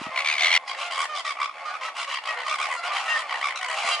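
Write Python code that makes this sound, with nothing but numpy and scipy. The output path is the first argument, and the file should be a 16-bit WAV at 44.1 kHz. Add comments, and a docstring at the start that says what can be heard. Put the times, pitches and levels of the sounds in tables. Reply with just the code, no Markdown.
"""Flamingos in a shallow pond.

One close bird croaks four times until the sound cuts off abruptly; then the flock gabbles.
Croaks are pulse trains through throat resonances, honks are nasal harmonics shaped by the beak,
rasps are unvoiced air. Distant birds murmur, and the reedy bank gives a faint echo."""
import sys
import numpy as np
from scipy import signal
from scipy.fft import rfft, irfft, next_fast_len
from scipy.io import wavfile
from scipy.ndimage import map_coordinates

SR = 44100
rng = np.random.default_rng(int(sys.argv[2]) if len(sys.argv) > 2 else 0)


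def int16_out(signal):
    """Quantize to a 16-bit WAV file."""
    q = np.round(np.clip(np.atleast_2d(signal).T, -1, 1) * 32767)
    wavfile.write(sys.argv[1], SR, q.astype(np.int16))


N = 176400


def amp(db):
    """Decibels to gain."""
    return 10 ** (np.asarray(db) / 20)

def unit(x):
    """Scale to rms 1."""
    return x / np.sqrt(np.mean(x ** 2) + 1e-20)

def level_at(spectrum, hz):
    """Level in dB, interpolated over log frequency."""
    f, db = np.transpose(spectrum)
    return np.interp(np.log(hz + 1), np.log(f + 1), db)

def colour(x, spectrum):
    """Zero-phase filter from (f/Hz, level/dB) points."""
    size = next_fast_len(len(x) + 1024)
    gain = amp(level_at(spectrum, np.fft.rfftfreq(size, 1 / SR)))
    return irfft(rfft(x, size) * gain, size)[:len(x)]

def add(mix, start_s, sound):
    """Mix a sound in at start_s."""
    at = round(start_s * SR)
    sound = sound[max(-at, 0):]
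    part = mix[max(at, 0):][:len(sound)]
    part += sound[:len(part)]

def play(source, rows):
    """Mix one event per table row."""
    out = np.zeros(N)
    for row in rows:
        add(out, *source(*row))
    return out

def drift(samples, rate_hz):
    """Smooth random curve, rms about 1."""
    knots = rng.standard_normal(256)
    return map_coordinates(knots, [np.arange(samples) * rate_hz / SR], order=2, mode="mirror")

def resonate(x, hz, width_hz):
    """Steep resonance tracking the curve hz."""
    carrier = np.exp(2j * np.pi * np.cumsum(hz) / SR)
    r = np.exp(-np.pi * width_hz / SR)
    return (carrier * signal.lfilter([(1 - r) ** 2], [1, -2 * r, r * r], x / carrier)).real

def hump(progress, peak):
    """Sine arch over progress 0-1, highest at peak."""
    return np.sin(np.pi * np.interp(progress, [0, np.clip(peak, .05, .95), 1], [0, .5, 1]))

def bursts(since_s, width_s):
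    """Long-tailed envelope around each pulse."""
    return (1 + (since_s / width_s) ** 2 / 2) ** -1.5

def scatter(x, t60_s):
    """Sparse, decaying reflections of random sign."""
    t = np.arange(SR // 2) / SR
    taps = rng.standard_normal(len(t)) * (rng.random(len(t)) < .1) * amp(-60 * t / t60_s)
    return signal.fftconvolve(x, taps / np.linalg.norm(taps))[:N]


# Open-air spectrum: f/Hz, level/dB
AIR_SPECTRUM = [(25, -21), (80, -30), (160, 1.5), (300, 15), (500, 3), (1500, 11), (11000, -1)]

def open_air(level_db=-62.5):
    """Faint, steady noise floor."""
    return amp(level_db) * unit(colour(rng.standard_normal(N), AIR_SPECTRUM))


# Soft low bumps: t/s, f/Hz, level/dB
BUMPS = [(.017, 264, -28.5), (0.07, 240, -31.5), (0.093, 201, -44), (3.85, 223, -46)]

def bump(centre_s, hz, level_db, width_s=.0026):
    """Dull push of about one cycle."""
    t = np.arange(-4 * width_s, 4 * width_s, 1 / SR)
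    return centre_s + t[0], amp(level_db) * np.exp(-(t / width_s) ** 2) * np.sin(2 * np.pi * hz * t)


# Murmur envelope: t/s, level/dB
FAR_ENVELOPE = [(0, -29), (.13, -35), (.55, -34), (.62, -43.5), (.76, -43), (1.0, -37), (1.35, -41),
                (1.6, -38), (1.8, -43), (1.94, -40.5), (2.3, -34.5), (2.65, -35.5), (2.8, -38), (3.1, -32),
                (3.26, -38), (3.6, -35), (3.87, -33), (4, -33)]
# Murmur spectrum: f/Hz, level/dB
FAR_SPECTRUM = [(35, -58), (60, -44), (140, -37), (400, -22), (530, -6), (645, 0), (768, -2.5), (1090, -1),
                (1320, -1), (1610, -13), (1920, -1.5), (2380, -4.5), (2660, -10), (3170, -12), (7570, -30),
                (10000, -35.5), (11000, -42), (14200, -80), (22000, -120)]

def far_flock(calls_per_s=14, honk_db=-1, wash_db=-7):
    """Distant birds croak and honk at random, calls_per_s of each, over a blur of still more."""
    total_s = N / SR
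    count = int(calls_per_s * total_s)
    wash, breath = rng.standard_normal((2, N))
    rattle = np.zeros(N)
    for at, speed, span, distance in rng.random((count, 4)):
        t = np.arange(0, .14 + .047 * span, 1 / SR)
        pulse_hz = 58 + 30 * speed
        pulses = np.exp(5 * (np.cos(2 * np.pi * pulse_hz * t) - 1))
        add(rattle, at * total_s - .05, amp(-8 * distance) * np.sin(np.pi * t / t[-1]) * pulses)
    honks = [(at * total_s, .037 + .066 * span, 500 + 300 * high, -.06 + .076 * bend, .025,
              -6 * distance, 1150, 4, 0, .5)  # columns as in HONKS
             for at, span, high, bend, distance in rng.random((count, 5))]
    croaks = scatter(np.sqrt(abs(rattle)) * breath, t60_s=.035)
    layers = (0, croaks), (honk_db, play(honk, honks)), (wash_db, wash)
    murmur = unit(sum(amp(db) * unit(colour(x, FAR_SPECTRUM)) for db, x in layers))
    return murmur * amp(np.interp(np.arange(N) / SR, *np.transpose(FAR_ENVELOPE)))


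# Lower and upper throat resonance: f/Hz, level/dB
RASP_LOWER = [(200, -38), (600, -16.5), (900, 7.5), (1200, 8), (1650, -2), (4000, -61)]
RASP_UPPER = [(600, -33), (1700, -34), (2400, 7.5), (2800, 6), (3300, 0), (4200, -5.5), (5400, -9.5),
              (7000, -12.5), (11000, -23)]
# Rasps: t/s, length/s, lower level/dB, upper level/dB
RASPS = [(-.02, 0.099, -41, -43), (0.77, 0.12, -40.5, -36.5), (1.809, 0.093, -50, -40.5),
         (1.946, 0.11, -40.5, -41.5), (2.068, 0.099, -40.5, -37), (2.83, 0.058, -37, -38),
         (3.36, 0.061, -45, -44), (2.916, 0.12, -34, -36.5), (3.02, .19, -35.5, -38),
         (3.73, 0.13, -36.5, -35.5), (3.849, 0.095, -39.5, -34.5)]

def rasp(start_s, length_s, lower_db, upper_db):
    """Hoarse, unvoiced call: fluttering air in two throat resonances."""
    t = np.arange(0, length_s, 1 / SR)
    air = rng.standard_normal(len(t)) * amp(3.4 * drift(len(t), rate_hz=303.3))
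    swell = abs(np.sin(np.pi * t / length_s)) ** .5
    lower = amp(lower_db) * unit(colour(air, RASP_LOWER) * swell)
    upper = amp(upper_db) * unit(colour(air, RASP_UPPER) * swell)
    return start_s, lower + upper


# Envelope of the harmonics: f/Hz, level/dB
HONK_SPECTRUM = [(350, -18.5), (700, -1), (1200, 0.5), (1650, -3.5), (2100, 1.5), (3200, -6.5), (4100, -9),
                 (4900, -11), (6000, -17), (7000, -21.5), (11000, -27.5)]
# Honks: t/s, length/s, pitch/Hz, glide/pitch, arch/pitch, level/dB,
# beak resonance/Hz, beak boost/dB, brightness/dB, hoarseness/0-1
HONKS = [(.665, 0.059, 813, -0.076, 0.034, -47, 820, 7.4, 9.5, 0.43),
         (.752, 0.095, 566, 0.16, 0.003, -47.5, 570, 5.7, 0, .2),
         (.808, 0.12, 695.3, 0.0054, 0.068, -41, 1410, 6, -12, .15),
         (1.08, 0.089, 606, -0.05, 0.013, -43.5, 1220, 7.1, -3.5, 0.54),
         (1.24, 0.062, 635, -0.061, .02, -44.5, 1905, 5.9, 8.5, 0.83),
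         (1.531, 0.059, 556, 0.097, 0.049, -52.5, 1080, 5.8, -18, .4),
         (1.645, 0.08, 605, -0.037, 0.012, -48, 1220, 14, 3.5, 0.66),
         (1.655, 0.11, 729.4, .08, 0.0016, -48, 1440, 7.7, -12, 0.27),
         (1.68, 0.077, 825, .1, 0, -47, 1640, 3, -5, 0.25),
         (1.805, 0.052, 521, -0.02, 0, -47.5, 1040, 13.2, 1, .3),
         (1.838, 0.067, 651.7, 0.02, 0.028, -44.5, 1310, 13, -0.5, .2),
         (1.965, 0.074, 694, -0.048, 0.014, -44, 1390, 3.3, 5, 0.22),
         (2.065, 0.048, 562, -0.073, 0.029, -41.5, 1130, 3, -13, 0.43),
         (2.258, 0.071, 637.6, -0.012, 0.0077, -43, 2560, 12, -2, 0.089),
         (2.275, .085, 630, -0.033, .02, -46, 1905, 10, -11, 0.26),
         (2.35, 0.097, 499.5, 0.032, 0.011, -42, 950, 3.4, -17, 0.81),
         (2.435, 0.097, 606.5, -0.03, 0, -50, 1220, 14, 8, 0.58),
         (2.755, 0.058, 688, -0.04, .02, -49, 1390, 13.4, 6.5, .3),
         (2.82, 0.072, 708, 0.069, 0.03, -41, 1390, 7.1, -5, 0.43),
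         (2.93, .063, 794, -.095, .02, -41.5, 800, 6.4, -7, 0.53),
         (3.074, 0.07, 691, 0.0039, 0.016, -42.5, 2800, 14.4, -2.5, 0.13),
         (3.07, .115, 614.4, -.025, 0.047, -43.5, 1851, 16.8, 2, 0.26),
         (3.165, .045, 647, -0.059, 0.017, -52, 1300, 14, 11, 0.42),
         (3.76, 0.091, 808, -.04, 0.02, -44.5, 815, 6.7, 1, .2),
         (3.825, 0.089, 686, -0.015, 0.0012, -44, 700, 9.4, 7, 0.2),
         (3.9, 0.097, 606, -0.034, 0.0077, -50, 1217, 12, 8, 0.26),
         (3.903, 0.0606, 693, -0.028, 0.016, -37.5, 2790, 10.6, 0, .1),
         (3.903, 0.061, 792, -0.029, 0.0096, -41, 3170, 10.5, 12, 0.1),
         (3.967, 0.058, 605, 0.043, 0.015, -45, 3030, 12, 2.5, 0.36)]

def honk(start_s, length_s, pitch_hz, glide, arch, level_db, beak_hz, boost_db, bright_db, hoarse):
    """Nasal call: pitch arches, then drops; the beak lifts nearby harmonics; high ones are rough."""
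    edge_s, beak_width_hz, rough_hz, uneven_db = .016, 310, 463, 1.5
    t = np.arange(0, length_s, 1 / SR)
    n, progress = len(t), t / length_s
    bend = glide * (progress - .5) + arch * (np.sin(np.pi * progress) - .7)
    jitter = .003 * drift(n, rate_hz=253)
    end_drop = .017 * np.exp((t - length_s) / edge_s)
    cycles = np.cumsum(pitch_hz * (1 + bend + jitter - end_drop)) / SR
    voice = np.zeros(n)
    for k in range(1, 16):
        hz = k * pitch_hz
        beak_db = boost_db * np.exp(-((hz - beak_hz) / beak_width_hz) ** 2)
        shelf_db = np.interp(hz, [1100, 4500], [0, bright_db])
        gain = amp(level_db + level_at(HONK_SPECTRUM, hz) + beak_db + shelf_db)
        rough = np.clip(.14 + hoarse * hz / 3500 + (hz / 8500) ** 4, 0, 1)
        fuzz = (drift(n, rough_hz) + 1j * drift(n, rough_hz)) / np.sqrt(2)
        carrier = np.exp(2j * np.pi * (k * cycles + rng.random()))
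        partial = ((np.sqrt(1 - rough ** 2) + rough * fuzz) * carrier).real
        voice += np.sqrt(2) * gain * partial * amp(uneven_db * drift(n, rate_hz=29))
    fade = np.minimum(np.minimum(t, length_s - t) / edge_s, 1)
    flutter = 1 + .08 * drift(n, rate_hz=187)
    return start_s, voice * fade * flutter


# Throat resonances: f/throat tone, width/Hz, roughness/0-1, level/dB
THROAT_MODES = [(.99, 375, 0.36, -8), (1.95, 515, 0.65, -2), (2.948, 720, 0.67, -3.5),
                (4.3, 1390, 0.8, -9.5)]
# Croak hiss: f/Hz, level/dB
HISS_SPECTRUM = [(300, -7), (600, -7.5), (1500, 12), (4000, -46), (5600, -1), (7000, 1), (8500, 0.5),
                 (11000, -10)]
# Flock croaks: t/s, pulses, rate/Hz, throat tone/Hz, first resonance/dB,
# second resonance/dB, treble/dB, hiss/dB, peak position/0-1
FLOCK_CROAKS = [(0.681, 5.0, 58, 1060.0, -31.5, -37.5, -39, -57.5, 0.18),
                (0.912, 6.0, 84, 1100.0, -29.5, -37, -34.5, -46, 0.71),
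                (0.98, 7.0, 79, 1060.0, -23, -32.5, -34.5, -40.5, 0.41),
                (1.153, 6.0, 92, 1100.0, -31, -41.5, -34.5, -45.5, 0.4),
                (1.252, 6.0, 71, 1140.0, -26.5, -35, -37.5, -48.5, 0.45),
                (1.356, 3.0, 59, 1130.0, -33, -42.5, -59, -70, 0.83),
                (1.403, 5.0, 70.5, 1170.0, -22.5, -33, -37, -50, 0.46),
                (1.479, 3.0, 59, 1150.0, -32.5, -46, -53, -80, 0.5),
                (1.742, 3.0, 76, 1190.0, -28.5, -41, -50.5, -59, 0.33),
                (1.818, 6.0, 59.24, 1040.0, -32.5, -38.5, -52, -71, 0.5),
                (1.969, 6.0, 63.7, 1080.0, -33, -38.5, -39, -46.5, 0.51),
                (2.1, 7.0, 68.14, 1040.0, -29, -35, -37, -54, 0.52),
                (2.241, 7.0, 58, 1020.0, -31, -39, -39, -51.5, 0.34),
                (2.375, 5.0, 67, 1020.0, -29, -36, -40.5, -54.5, 0.55),
                (2.468, 7.0, 66.7, 1180.0, -24.5, -33, -36.5, -45, 0.47),
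                (2.588, 7.0, 73, 1190.0, -24.5, -32, -36.5, -42.5, 0.47),
                (2.69, 7.0, 80, 1040.0, -25.5, -33.5, -42, -45.5, 0.59),
                (2.852, 5.0, 74, 1050.0, -34, -41, -39, -59, 0.27),
                (2.922, 6.0, 64.4, 1050.0, -35, -34.5, -35.5, -49.5, 0.62),
                (3.042, 6.0, 76, 1040.0, -37, -42, -50, -52, 0.73),
                (3.163, 5.0, 68.4, 1000.0, -31.5, -36, -37, -46.5, 0.26),
                (3.295, 6.0, 62.7, 1010.0, -26, -32.5, -38, -52.5, 0.47),
                (3.415, 6.0, 70, 1170.0, -24, -29.5, -36, -47.5, 0.62),
                (3.493, 3.0, 62, 1020.0, -31, -35, -42, -52.5, 0.3),
                (3.56, 3.0, 64, 1280.0, -33, -38, -39.5, -47, 0.23),
                (3.614, 4.0, 61, 1090.0, -31, -33.5, -39.5, -46, 0.36),
                (3.687, 5.0, 71, 1030.0, -29.5, -33, -37.5, -43.5, 0.32),
                (3.776, 5.0, 65, 1150.0, -38, -42, -52, -49, 0.6),
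                (3.852, 6.0, 80.0, 1090.0, -24, -30.5, -36.5, -38.5, 0.59)]

def flock_croak(start_s, pulses, rate_hz, tone_hz, first_db, second_db, treble_db, hiss_db, peak):
    """Slow, uneven pulses gate a rough throat tone; level and tone rise and fall together."""
    jitter_s, spread_db, swell_db, low_cut_hz = .000083, 1.2, 5, 520
    count = max(round(pulses), 1)
    t = np.arange(-1 / rate_hz, count / rate_hz, 1 / SR)
    n = len(t)
    arch = hump((t * rate_hz + .5) / count, peak)
    lateness, strength = rng.standard_normal((count, 2)).T
    since_s = t - (np.arange(count) / rate_hz + jitter_s * lateness)[:, None]

    def gate(width_s):
        """Burst train; pulse strength is part shared, part drawn per band."""
        sizes = amp(spread_db * (strength + rng.standard_normal(count)) / np.sqrt(2))
        return sizes @ bursts(since_s, width_s) * amp(swell_db * arch)

    hz = tone_hz * (1 + .0999 * (arch - .7) + .04 * drift(n, rate_hz=70))
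    wobble = 1 + .0299 * drift(n, rate_hz=216.5)
    cycles = np.cumsum(hz * wobble) / SR
    out = amp(hiss_db) * unit(gate(width_s=.0017) * colour(rng.standard_normal(n), HISS_SPECTRUM))
    bands = (first_db, .0027), (second_db, .0027), (treble_db, .0026), (treble_db, .0026)
    for (ratio, width_hz, rough, mode_db), (band_db, burst_s) in zip(THROAT_MODES, bands):
        breath = unit(resonate(rng.standard_normal(n), ratio * hz, width_hz))
        tone = unit(np.sin(2 * np.pi * ratio * cycles))
        voice = np.sqrt(1 - rough) * tone + np.sqrt(rough) * breath
        out += amp(band_db + mode_db) * unit(gate(burst_s) * voice)
    low_cut = signal.butter(3, low_cut_hz, "highpass", fs=SR, output="sos")
    return start_s + t[0], signal.sosfilt(low_cut, out) * signal.windows.tukey(n, .1)


# Close bird's throat resonances: f/main resonance, level/dB
NEAR_MODES = [(.47, -19.5), (1, 2), (1.53, -5.5), (1.99, -8.5), (2.58, -11), (3.2, -24)]
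# Air puff spectrum and low cut: f/Hz, level/dB
PUFF_SPECTRUM = [(300, -36), (800, -5), (1500, -2), (2200, 7.5), (3600, -1.5), (4200, 0.5), (5000, -14),
                 (6000, -12), (7000, -12.5), (11000, -17.5)]
NEAR_LOW_CUT = [(100, -20), (450, 0)]
# Close croaks: t/s, pulses, first rate/Hz, last rate/Hz, main resonance/Hz,
# level/dB, treble/dB, peak position/0-1
NEAR_CROAKS = [(.163, 5, 70, 66, 2260, -18.5, -10, .55), (.249, 10, 78, 74, 2360, -17.5, -3.5, .24),
               (.383, 10, 74, 88, 2210, -14.5, -1, .5), (.5058, 7, 85, 86, 2140, -13, 0, .7)]

def near_croak(start_s, pulses, first_hz, last_hz, main_hz, level_db, treble_db, peak):
    """Even, sharp pulses each ring the throat's resonances and release a puff of air."""
    jitter_s, ring_s, puff_s = .0003, .003, .0031
    swell_db, spread_db, puff_db = 7.5, .8, -6
    count = max(round(pulses), 2)
    gaps_s = 1 / np.linspace(first_hz, last_hz, count - 1)
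    times_s = np.cumsum(np.r_[0, gaps_s]) + jitter_s * rng.standard_normal(count)
    t = np.arange(-1 / first_hz, times_s[-1] + 1 / last_hz, 1 / SR)
    since_s = t - times_s[:, None]
    arch = hump((np.arange(count) + .5) / count, peak)
    sizes = amp(level_db + swell_db * (arch - 1) + spread_db * rng.standard_normal(count))
    air = unit(colour(rng.standard_normal(len(t)), PUFF_SPECTRUM))
    out = amp(puff_db) * air * (sizes @ bursts(since_s, puff_s))
    for ratio, mode_db in NEAR_MODES:
        hz = ratio * main_hz * (1 + .04 * rng.standard_normal((count, 1)))
        rings = np.exp(-(since_s / ring_s) ** 2 * np.sqrt(ratio)) * np.cos(2 * np.pi * hz * since_s)
        out += amp(mode_db + treble_db * (ratio > 1)) * (sizes @ rings)
    return start_s + t[0], colour(out, NEAR_LOW_CUT) * signal.windows.tukey(len(t), .1)

def near_bird(lead_s=.000045, pan_db=.86, echo_db=-8, cut_s=.5785, fade_s=.0011):
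    """Close bird, earlier and louder on the left; the sound, echo included, cuts off abruptly."""
    voice = play(near_croak, NEAR_CROAKS)
    direct = np.array([np.roll(voice, -round(lead_s * SR)) * amp(pan_db), voice * amp(-pan_db)])
    echo = amp(echo_db) * np.array([scatter(ear, t60_s=.17) for ear in direct])
    return (direct + echo) * np.clip((cut_s - np.arange(N) / SR) / fade_s, 0, 1)


# Stereo width of the scattered sound: f/Hz, side re mid/dB
SIDE_SPECTRUM = [(100, -9), (250, -10.5), (500, -17.5), (1000, -15), (2000, -7.5), (4000, -6.5), (8000, -3),
                 (11000, -4)]

def scene(echo_db=-6):
    """Close bird slightly left; flock ahead, widened by water and bank."""
    close = near_bird()
    flock = play(flock_croak, FLOCK_CROAKS) + play(honk, HONKS) + play(rasp, RASPS)
    air = open_air()
    bank_echo = amp(echo_db) * scatter(flock, t60_s=.14)
    mid = flock + bank_echo + far_flock() + air + play(bump, BUMPS)
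    side = colour(scatter(mid, t60_s=.12), SIDE_SPECTRUM)
    side -= mid * (side @ mid) / (mid @ mid)  # keeps the flock centred
    return close + np.array([mid + side, mid - side])

def record(dry):
    """Steep low-pass at 11.1 kHz."""
    low_pass = signal.firwin(511, 11100, window=("kaiser", 9), fs=SR)
    return signal.oaconvolve(dry, low_pass[None], "same")


dry = scene()
out = record(dry)
int16_out(out)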